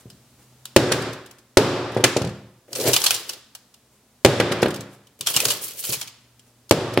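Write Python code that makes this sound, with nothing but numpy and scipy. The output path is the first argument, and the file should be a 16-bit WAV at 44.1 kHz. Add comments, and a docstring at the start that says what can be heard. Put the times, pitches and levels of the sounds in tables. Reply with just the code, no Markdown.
"""A rustle, a soft bump and a faint snap of glass, then the first of four hammer blows on a phone on a desk.
The phone jumps and clatters down, chips of glass scatter, and twice a hand drags it back, crunching.
Filtered clicks make the desk thud; bursts of tiny fractures make the case clack and the glass break.
A bare room answers with a noise tail and low standing waves; hum and air lie far behind.
Each blow overloads the recorder, whose limiter ducks and then lets the room's ring swell back."""
import sys
import numpy as np
from scipy import signal
from scipy.fft import rfft, irfft
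from scipy.io import wavfile

SR = 44100
rng = np.random.default_rng(int(sys.argv[2]) if len(sys.argv) > 2 else 0)


def put_to_file(sound):
    """Save the sound as 16-bit audio at rate SR, in the file named by the first command-line argument."""
    columns = np.atleast_2d(sound).T  # one column per channel
    safe = np.clip(columns, -1, 1)
    whole_steps = np.round(safe * 32767)
    wavfile.write(sys.argv[1], SR, whole_steps.astype(np.int16))


N = 308700
TIME = np.arange(N) / SR  # seconds

# All levels are mixing levels ahead of the recorder; spectra set tone only, as their power is evened out.

# hammer blows: (time [s], force [dB], rebound re force [dB], shove of the heavy head re force [dB])
BLOWS = [(0.7625, 17.5, -16, -4), (1.5709, 25, -12, -6), (4.2485, 20.5, -5, 0), (6.7103, 20, -6, 1)]
# the face strikes, then crushes through:
# (delay [s], desk thud [dB], case clack [dB], glass [dB], crunch length [s]), levels re force
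STRIKE_STAGES = [(0, 0, -6, -11, .004), (.0032, -7, -16, -12, .002)]
# the phone springs back against the hammer: same columns, levels re force plus rebound
REBOUND = (.0125, 0, -10, -8, .0018)
# the tossed or pushed phone knocks on the desk:
# (time [s], desk thud [dB], case clack [dB], glass [dB], crunch length [s])
KNOCKS = [ (0.909, -20, -12.5, -22, .014), (0.918, -6.5, -8.5, -3.5, .0037),
          (1.9655, -5.5, -23, -34, .0084), (1.999, -17, -31, -46, .0065), (2.0385, -11, -2.5, -3, .0022),
          (2.0465, -12, -1.5, -6.5, .0012), (2.1645, -8.5, -28, -17, .0033), (2.866, -18, -26, -22, .008),
          (2.893, -18, -23, -28, .004), (4.4, 4.5, 1.5, -10, .0055), (4.513, -10.5, -9.5, -19, .0061),
          (4.628, -5.5, -9.5, -21.5, .0022), (4.658, -11, -14, -36, .0017), (6.9747, 5, 1, -42, .0022)]
# first touch as the fallen phone rocks: (desk thud [dB], case clack [dB], glass [dB], crunch length [s])
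ROCK_TOUCH = (-15, -27, -28, .003)
ROCK_START_S, ROCK_GAP_S, ROCK_GAP_SHRINK = 2.215, .029, .85  # shrink: each gap over the one before
ROCK_LOSS_DB, ROCK_BUMP_DB = 4, -3  # loss per touch; soft bump of the first touch
# soft bumps on the desk, from a hand or the phone falling flat: (time [s], level [dB])
BUMPS = [(0.056, -24), (1.972, -13), (4.67, -10), (4.79, -17), (5.205, -26), (5.362, -14), (5.46, -16),
         (5.892, -16)]

# desk top with the phone on it: (mode [Hz], level [dB], t60 [s])
DESK_MODES = [(78, -25, 0.12), (126.8, -14, 0.19), (168, -16.5, 0.13), (218, -13.5, .08),
              (277, -9.5, 0.046), (374.8, -3.5, 0.065), (452, -3.5, 0.039), (522, -8, 0.051),
              (670, -12.5, 0.02), (794, -16.5, 0.027)]
# the cracked screen: (resonance [Hz], width [Hz], level re direct [dB])
SCREEN_MODES = [(2370, 100, -5), (2940, 220, -4.5), (3240, 45, -6.5), (4320, 200, -6.5), (5680, 40, -5.5),
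                (6450, 62, -7), (7450, 40, -9), (8370, 41, -8.5)]
# tone of the rattling case: (frequency [Hz], density [dB per Hz])
CLACK_SPECTRUM = [(30, -22), (150, -12), (500, 0), (900, 1.5), (1600, 4.5), (2500, 0), (4500, -5.5),
                  (7000, -31.5), (11000, -15), (16000, -42)]
# tone of breaking glass: (frequency [Hz], density [dB per Hz])
GLASS_SPECTRUM = [(100, -21.5), (800, -28.5), (1700, -8), (2500, -1), (5000, 1), (8000, -2), (12000, -4.5),
                  (16000, -13.5)]

# cracked glass snaps and ticks, under the hand or as it settles:
# (time [s], nominal peak [dB], crunch length [s])
SNAPS = [(0.098, -36.5, .009), (0.6527, -19.5, .0035), (2.729, -11, .0022), (2.75, -14.5, .018),
         (2.797, -13, .012), (2.9305, -1, .011), (2.9615, 3, .004), (3.014, -9, .007), (3.0375, 0, .006),
         (3.0605, 0, .009), (3.1047, 1, .0052), (3.139, -11, .016), (3.291, -11, .0058),
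         (3.549, -19.5, .0037), (3.7394, -34, .004), (4.6175, -15, .006), (5.208, -10, .004),
         (5.261, -13, .003), (5.2674, -4, .013), (5.338, -10.5, .0095), (5.362, 1.5, .007),
         (5.3996, -3, .0057), (5.451, 1, .0038), (5.4816, -10, .013), (5.5011, -5, .013),
         (5.837, -17, .014), (5.9, -14, .005), (5.922, -10, .015), (6.012, -14, .009), (6.072, -24.5, .008),
         (6.6918, -24, .0034), (6.934, -11, .006)]
# loose chips land on the desk; the last row is a faint tick of the settling screen: (time [s], nominal peak
# [dB])
CHIPS = [(1.018, -20), (1.128, -25), (1.259, -31), (1.309, -30), (1.383, -37), (1.918, -26), (1.944, -26),
         (3.331, -22), (4.68, -24), (4.7036, -20.5), (4.74, -20), (4.758, -22), (4.804, -22.5),
         (5.068, -38), (6.3925, -38.5)]
CHIP_LENGTH_S = .006
CHIP_CLACK_DB, SNAP_CLACK_DB = -12, -7  # case re glass

# a hand drags the phone over glass crumbs, one curve per push:
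# (time [s], grinding before trim [dB], desk rub before trim [dB])
DRAGS = [
    [(2.68, -68, -46), (2.74, -46, -36), (2.8, -32, -27), (2.87, -25, -13), (2.92, -27, -23),
     (2.955, -26, -50), (3.0, -34, -54), (3.15, -35, -38), (3.24, -49, -47), (3.34, -46, -45),
     (3.42, -70, -62)],
    [(5.19, -51, -52), (5.25, -54, -50), (5.29, -33, -39), (5.38, -33, -35), (5.47, -31, -26),
     (5.55, -37, -38), (5.6, -42, -42), (5.64, -33.5, -44), (5.71, -37, -49), (5.745, -50, -49)],
    [(5.745, -50, -49), (5.785, -36, -49), (5.83, -38, -48), (5.87, -32, -45), (5.895, -33, -30),
     (5.94, -34, -43), (6.0, -44, -53), (6.1, -70, -66)],
]
GRIT_DB, RUB_DB = -7, 1.5  # trims of the curves
DUST_DB = [-2, 2, 3.5]  # trim of the grinding curve per push: more dust as the screen crumbles
RUB_ROOM_DB = -6  # the rub is close and excites the room less
# tone of the phone's back on the desk: (frequency [Hz], density [dB per Hz])
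RUB_SPECTRUM = [(30, -43), (70, -27), (120, 2), (200, -12), (370, 1), (540, 2), (1000, -18), (2000, -19),
                (5000, -29)]
# tone of sliding glass dust: (frequency [Hz], density [dB per Hz])
DUST_SPECTRUM = [(1000, -35), (3500, -15), (7000, -3), (11000, 0), (16000, -2)]

# faint rustles of handling between the blows: (time [s], level [dB])
RUSTLES = [(0.0, -57), (0.42, -59), (3.95, -63), (4.935, -54), (6.48, -62)]
RUSTLE_S = .03  # half-length
# tone of the rustles: (frequency [Hz], density [dB per Hz])
RUSTLE_SPECTRUM = [(100, -8), (400, 0), (1500, -4), (4000, -10), (9000, -7), (16000, -16)]

# standing waves of the room: (mode [Hz], level [dB])
ROOM_MODES = [(115, -26), (142, -31), (201, -25), (275, -24), (357, -22), (379, -25), (520, -26),
              (569, -32), (731, -35)]
# room decay: (frequency [Hz], t60 [s])
ROOM_T60 = [(60, .7), (300, 0.6), (1200, 0.71), (3000, 0.68), (6000, 0.53), (10000, .42), (16000, 0.1)]
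# early reflected energy re direct: (frequency [Hz], level [dB])
EARLY_COLOUR = [(70, -13), (150, -5), (400, -3), (900, -7.5), (3000, -10.5), (12000, -15)]
# late reflected energy re direct: (frequency [Hz], level [dB])
LATE_COLOUR = [(60, -15.5), (120, -7), (220, -6), (400, -7.5), (700, -9), (1200, -2), (2200, -9),
               (5000, -8.5), (9000, -15), (16000, -10)]

# tone of the still air: (frequency [Hz], density [dB per Hz])
AIR_SPECTRUM = [(15, -46), (25, -10), (62, -5), (127, -11), (170, -13), (249, -5), (285, -13.5),
                (516, -15.5), (2000, -24.5), (8360, -26), (16000, -32.5)]
AIR_DB = -59.5
HUM_HZ, HUM_DB, HUM_WAVER_HZ, HUM_WAVER_DB = 123, -68, 4, 3

# side re mid at the microphone pair: (frequency [Hz], level [dB])
WIDTH = [(30, -14), (100, -26), (300, -22), (700, -16), (1400, -9.5), (2800, -5), (6000, -2.2),
         (16000, -1.8)]
LOW_CUT_HZ, CUTOFF_HZ = 70, 16000  # the microphone's bass roll-off; top cut


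def hammering():
    """Each blow is a strike that crushes through, and a rebound of its own strength."""
    rows = []
    for s, force_db, rebound_db, _ in BLOWS:
        stages = [(stage, force_db) for stage in STRIKE_STAGES]
        stages.append((REBOUND, force_db + rebound_db))
        for contact, db in stages:
            rows.append(np.array(contact) + [s, db, db, db, 0])
    return rows


def rocking(count=4):
    """The phone settles in ever quicker, weaker touches: (time [s], level below the first [dB])."""
    touch = np.arange(count)
    gaps = ROCK_GAP_S * ROCK_GAP_SHRINK ** touch
    times = ROCK_START_S + np.cumsum(gaps) - gaps
    return list(zip(times, ROCK_LOSS_DB * touch))


def contacts(crack_hz=9500, glancing_swell_s=0.011):
    """Every contact pushes the desk, rattles the case and breaks some glass."""
    push, case, glass = np.zeros(N), np.zeros((2, N)), np.zeros((2, N))
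    touches = [np.array([s, *ROCK_TOUCH]) - [0, loss, loss, loss, 0] for s, loss in rocking()]
    for s, thud_db, clack_db, glass_db, length_s in hammering() + list(KNOCKS) + touches:
        # light, glancing contacts grind before they bite
        swell_s = np.interp(max(thud_db, glass_db), [-12, 2], [glancing_swell_s, 0])
        add(push, s, from_db([thud_db]))
        add(case, s, from_db(clack_db) * crunch(length_s, swell_s))
        add(glass, s, from_db(glass_db) * crunch(length_s, swell_s))
    # the whole pane cracks lower than its small chips do
    glass = butter_filter(glass, 2, min(crack_hz, SR / 2.5), "low")
    splinter_case, splinter_glass = splintering()
    return push, case + splinter_case, glass + splinter_glass


def desk(push, contact_hz=760, soft_hz=140, lowest_hz=90):
    """Hard contacts drive all modes of the desk and the room's standing waves, soft ones mainly the lowest."""
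    soft = np.zeros(N)
    shoves = [(s, force_db + shove_db) for s, force_db, _, shove_db in BLOWS]
    rocks = [(s, ROCK_BUMP_DB - loss) for s, loss in rocking()]
    for s, db in list(BUMPS) + shoves + rocks:
        add(soft, s, from_db([db]))
    soft = butter_filter(soft, 2, soft_hz, "low")
    force = butter_filter(push + soft, 2, [lowest_hz, contact_hz], "band")
    standing = [(hz, db, at_hz(ROOM_T60, hz)) for hz, db in ROOM_MODES]
    return ring(force, DESK_MODES), ring(force, standing)


def screen(fractures, radiated_db=3.0):
    """Fractures sound bright and set the glass plate ringing briefly."""
    direct = stereo(fractures, GLASS_SPECTRUM)
    rings = sum(from_db(db) * resonate(direct, hz, width_hz) for hz, width_hz, db in SCREEN_MODES)
    return from_db(radiated_db) * (direct + rings)


def splintering(swell_s=.0025, crest_db=13.0, splinter_low_hz=550):
    """Snaps of cracked glass and landing chips ring as splinters and rattle the case lightly."""
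    case, glass = np.zeros((2, N)), np.zeros((2, N))
    splinters = [(*row, SNAP_CLACK_DB) for row in SNAPS]
    splinters += [(*row, CHIP_LENGTH_S, CHIP_CLACK_DB) for row in CHIPS]
    # splinters cannot move the case at low pitch
    too_light = signal.butter(2, splinter_low_hz, "high", fs=SR)
    for s, peak_db, length_s, clack_db in splinters:
        snap = from_db(peak_db - crest_db) * crunch(length_s, swell_s)  # nominal peak to burst level
        add(glass, s, shard(snap))
        add(case, s, from_db(clack_db) * signal.lfilter(*too_light, snap))
    return case, glass


def shard(x, ring_db=4.0, width_hz=60, count=6):
    """Each splinter rings at a few pitches of its own, with its energy unchanged."""
    pitches = np.exp(rng.uniform(np.log(2200), np.log(14000), count))
    rings = sum(resonate(x, hz, width_hz) for hz in pitches)
    y = x + from_db(ring_db) * rings
    return y * np.sqrt(np.sum(x ** 2) / np.sum(y ** 2))


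def dragging():
    """Crumbs grind under the sliding phone while its back rubs the desk."""
    grit = from_db(GRIT_DB) * sum(along(rows, 1) for rows in DRAGS)
    rub = from_db(RUB_DB) * sum(along(rows, 2) for rows in DRAGS)
    crumbs = grains(N, spread_db=3.5, clump_db=4.5)
    slips = grains(N, spread_db=2.0, clump_db=3.0)
    return grit * crumbs, rub * slips / 2


def gliding():
    """Dust hisses in little slips as the phone slides."""
    slips = grains(N, spread_db=5.0, clump_db=5.5, count=16)
    level = sum(from_db(db) * along(rows, 1) for rows, db in zip(DRAGS, DUST_DB))
    return stereo(level * slips, DUST_SPECTRUM)


def rustling():
    """Each rustle of handling is grainy noise that swells and fades."""
    level = sum(from_db(db) * np.exp(-((TIME - s) / RUSTLE_S) ** 2) for s, db in RUSTLES)
    return stereo(level * grains(N, spread_db=2.5, clump_db=2.5), RUSTLE_SPECTRUM)


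def room(x, early_t60=0.12, build_t60=0.017, count=16):
    """Each band's energy feeds a diffuse field: quick reflections off the desk, then the walls' long ring."""
    edges = np.geomspace(50, CUTOFF_HZ, count + 1)
    white, mono, out = rng.standard_normal((2, N)), x.mean(axis=0), 0
    carriers = [white, np.roll(white, N // 2, axis=1)]  # neighbouring bands get unrelated noise
    for k, (low, high) in enumerate(zip(edges, edges[1:])):
        hz = np.sqrt(low * high)
        power = linger(butter_filter(mono, 2, [low, high], "band") ** 2, build_t60)
        early = from_db(at_hz(EARLY_COLOUR, hz)) ** 2 * linger(power, early_t60)
        late = from_db(at_hz(LATE_COLOUR, hz)) ** 2 * linger(power, at_hz(ROOM_T60, hz))
        noise = butter_filter(carriers[k % 2], 2, [low, high], "band")
        mid, side = noise / noise.std() * np.sqrt(early + late)
        side = side * from_db(at_hz(WIDTH, hz))
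        out = out + np.array([mid + side, mid - side])
    return out


def linger(power, t60):
    """Stored energy leaks away by 60 dB in t60 seconds."""
    r = np.exp(-2 * np.log(1000) / (t60 * SR))
    return signal.lfilter([1 - r], [1, -r], power + 1e-18)


def hum(count=12):
    """A faint hum wavers slowly in pitch and level, between random points."""
    knots = np.linspace(0, TIME[-1], count)
    pitch = np.interp(TIME, knots, rng.standard_normal(count))
    level = np.interp(TIME, knots, rng.standard_normal(count))
    phase = 2 * np.pi * np.cumsum(HUM_HZ + HUM_WAVER_HZ * pitch) / SR
    return from_db(HUM_DB + HUM_WAVER_DB * level) * np.sqrt(2) * np.sin(phase)


def still_air():
    """Steady noise, heaviest in the bass, fills the background."""
    return from_db(AIR_DB) * stereo(rng.standard_normal((2, N)), AIR_SPECTRUM)


def crunch(length_s, swell_s=0., size=3000):
    """A break and a dying run of smaller fractures; under slow pressure the run swells first."""
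    t = TIME[:size]
    length_s = max(length_s, .0005)
    swell = 1 - np.exp(-(t / max(swell_s, .00002)) ** 2)
    x = grains(size, spread_db=4.0, clump_db=2.0) * np.exp(-t / length_s) * swell
    # energy follows the length, whatever the swell
    return x * np.sqrt(length_s * SR / 2 / np.sum(x ** 2, axis=1, keepdims=True))


def grains(length, spread_db, clump_db, size=24, count=10):
    """Noise of half-millisecond fractures of uneven strength, which come in clumps; rms 1."""
    cells = length // size + 1
    knots = np.clip(rng.standard_normal(cells), -1.7, 1.7)
    clumps = np.interp(np.arange(cells) / count, np.arange(cells), knots)  # count grains per knot
    uneven = np.clip(rng.standard_normal(cells), -2, 2)
    strength = from_db(spread_db * uneven + clump_db * clumps)
    x = rng.standard_normal((2, length)) * np.repeat(strength, size)[:length]
    return x / np.sqrt(np.mean(x ** 2))


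def ring(x, modes):
    """A unit click sets each mode ringing as a dying tone."""
    out = 0
    for hz, db, t60 in modes:
        r = np.exp(-np.log(1000) / (t60 * SR))
        w = 2 * np.pi * hz / SR
        tone = signal.lfilter([.5, 0, -.5], [1, -2 * r * np.cos(w), r * r], x + 1e-18)
        out = out + from_db(db) * tone
    return out


def resonate(x, hz, width_hz):
    """One narrow resonance, unit gain at its peak."""
    return signal.lfilter(*signal.iirpeak(hz, hz / width_hz, fs=SR), x)


def butter_filter(x, order, hz, kind):
    """Causal Butterworth filter; the tiny offset keeps silence from slowing it."""
    return signal.sosfilt(signal.butter(order, hz, kind, fs=SR, output="sos"), x + 1e-18)


def stereo(pair, spectrum, keep_power=True):
    """Two unrelated signals become mid and side: one in the bass, apart in the treble."""
    mid, side = (colour(x, spectrum, keep_power) for x in pair)
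    side = colour(side, WIDTH, keep_power=False)
    return np.array([mid + side, mid - side])


def colour(x, spectrum, keep_power=True, size=8192):
    """Causal (minimum-phase) filter that follows a spectrum."""
    gain = from_db(at_hz(spectrum, np.fft.rfftfreq(size, 1 / SR)))
    if keep_power:
        gain = gain / np.sqrt(np.mean(gain ** 2))
    # folding the cepstrum onto positive time makes the response minimum-phase
    cepstrum = irfft(np.log(gain)) * (1 + np.sign(np.fft.fftfreq(size)))
    response = irfft(np.exp(rfft(cepstrum)))[:size // 2]
    return signal.oaconvolve(x, response)[:len(x)]


def along(rows, column):
    """Gain over time from a dB column of a curve; silent outside it."""
    rows = np.array(rows)
    return from_db(np.interp(TIME, rows[:, 0], rows[:, column], left=-np.inf, right=-np.inf))


def at_hz(points, hz):
    """Read a table along a log-frequency axis."""
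    f, value = np.transpose(points)
    return np.interp(np.log(np.maximum(hz, 1)), np.log(f), value)


def from_db(db):
    """Decibels to gain."""
    return 10 ** (np.asarray(db) / 20)


def add(track, s, sound):
    """Mix a sound into a track at a time in seconds."""
    at = round(s * SR)
    track[..., at:at + sound.shape[-1]] += sound[..., :N - at]


def scene():
    """Desk, case and glass before the microphone pair, the room around them, over still air."""
    push, case, glass = contacts()
    grit, rub = dragging()
    thud, boom = desk(push)
    direct = thud + stereo(case, CLACK_SPECTRUM) + screen(glass + grit) + gliding() + rustling()
    rub = stereo(rub, RUB_SPECTRUM)
    reflected = room(direct + from_db(RUB_ROOM_DB) * rub)
    return direct + rub + reflected + boom + still_air() + hum()


def release(over_db, db_per_s):
    """Hold each peak and let it fall at a steady rate."""
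    return np.maximum.accumulate(over_db + db_per_s * TIME) - db_per_s * TIME


def limiter(x, input_db=2.5, threshold_db=6.0, release_db_per_s=55.0,
            slow_depth_db=4.5, slow_db_per_s=0.7, attack_s=0.0018):
    """The gain drops within milliseconds of an overload and climbs back; the last few dB take seconds."""
    x = from_db(input_db) * x
    level_db = 20 * np.log10(np.abs(x).max(axis=0) + 1e-9)
    over = np.maximum(level_db - threshold_db, 0)
    fast = release(over, release_db_per_s)
    slow = release(np.minimum(over, slow_depth_db), slow_db_per_s)
    r = np.exp(-1 / (attack_s * SR))
    reduction_db = signal.lfilter([1 - r], [1, -r], np.maximum(fast, slow))
    return x * from_db(-reduction_db)


def record(dry):
    """Bass roll-off, limiter, clipping of the first cycles that outrun it, and the top cut."""
    picked_up = butter_filter(dry, 2, LOW_CUT_HZ, "high")
    clipped = np.clip(limiter(picked_up), -.9, .9)
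    return signal.sosfilt(signal.ellip(10, .1, 80, CUTOFF_HZ, fs=SR, output="sos"), clipped)


dry = scene()
out = record(dry)
put_to_file(out)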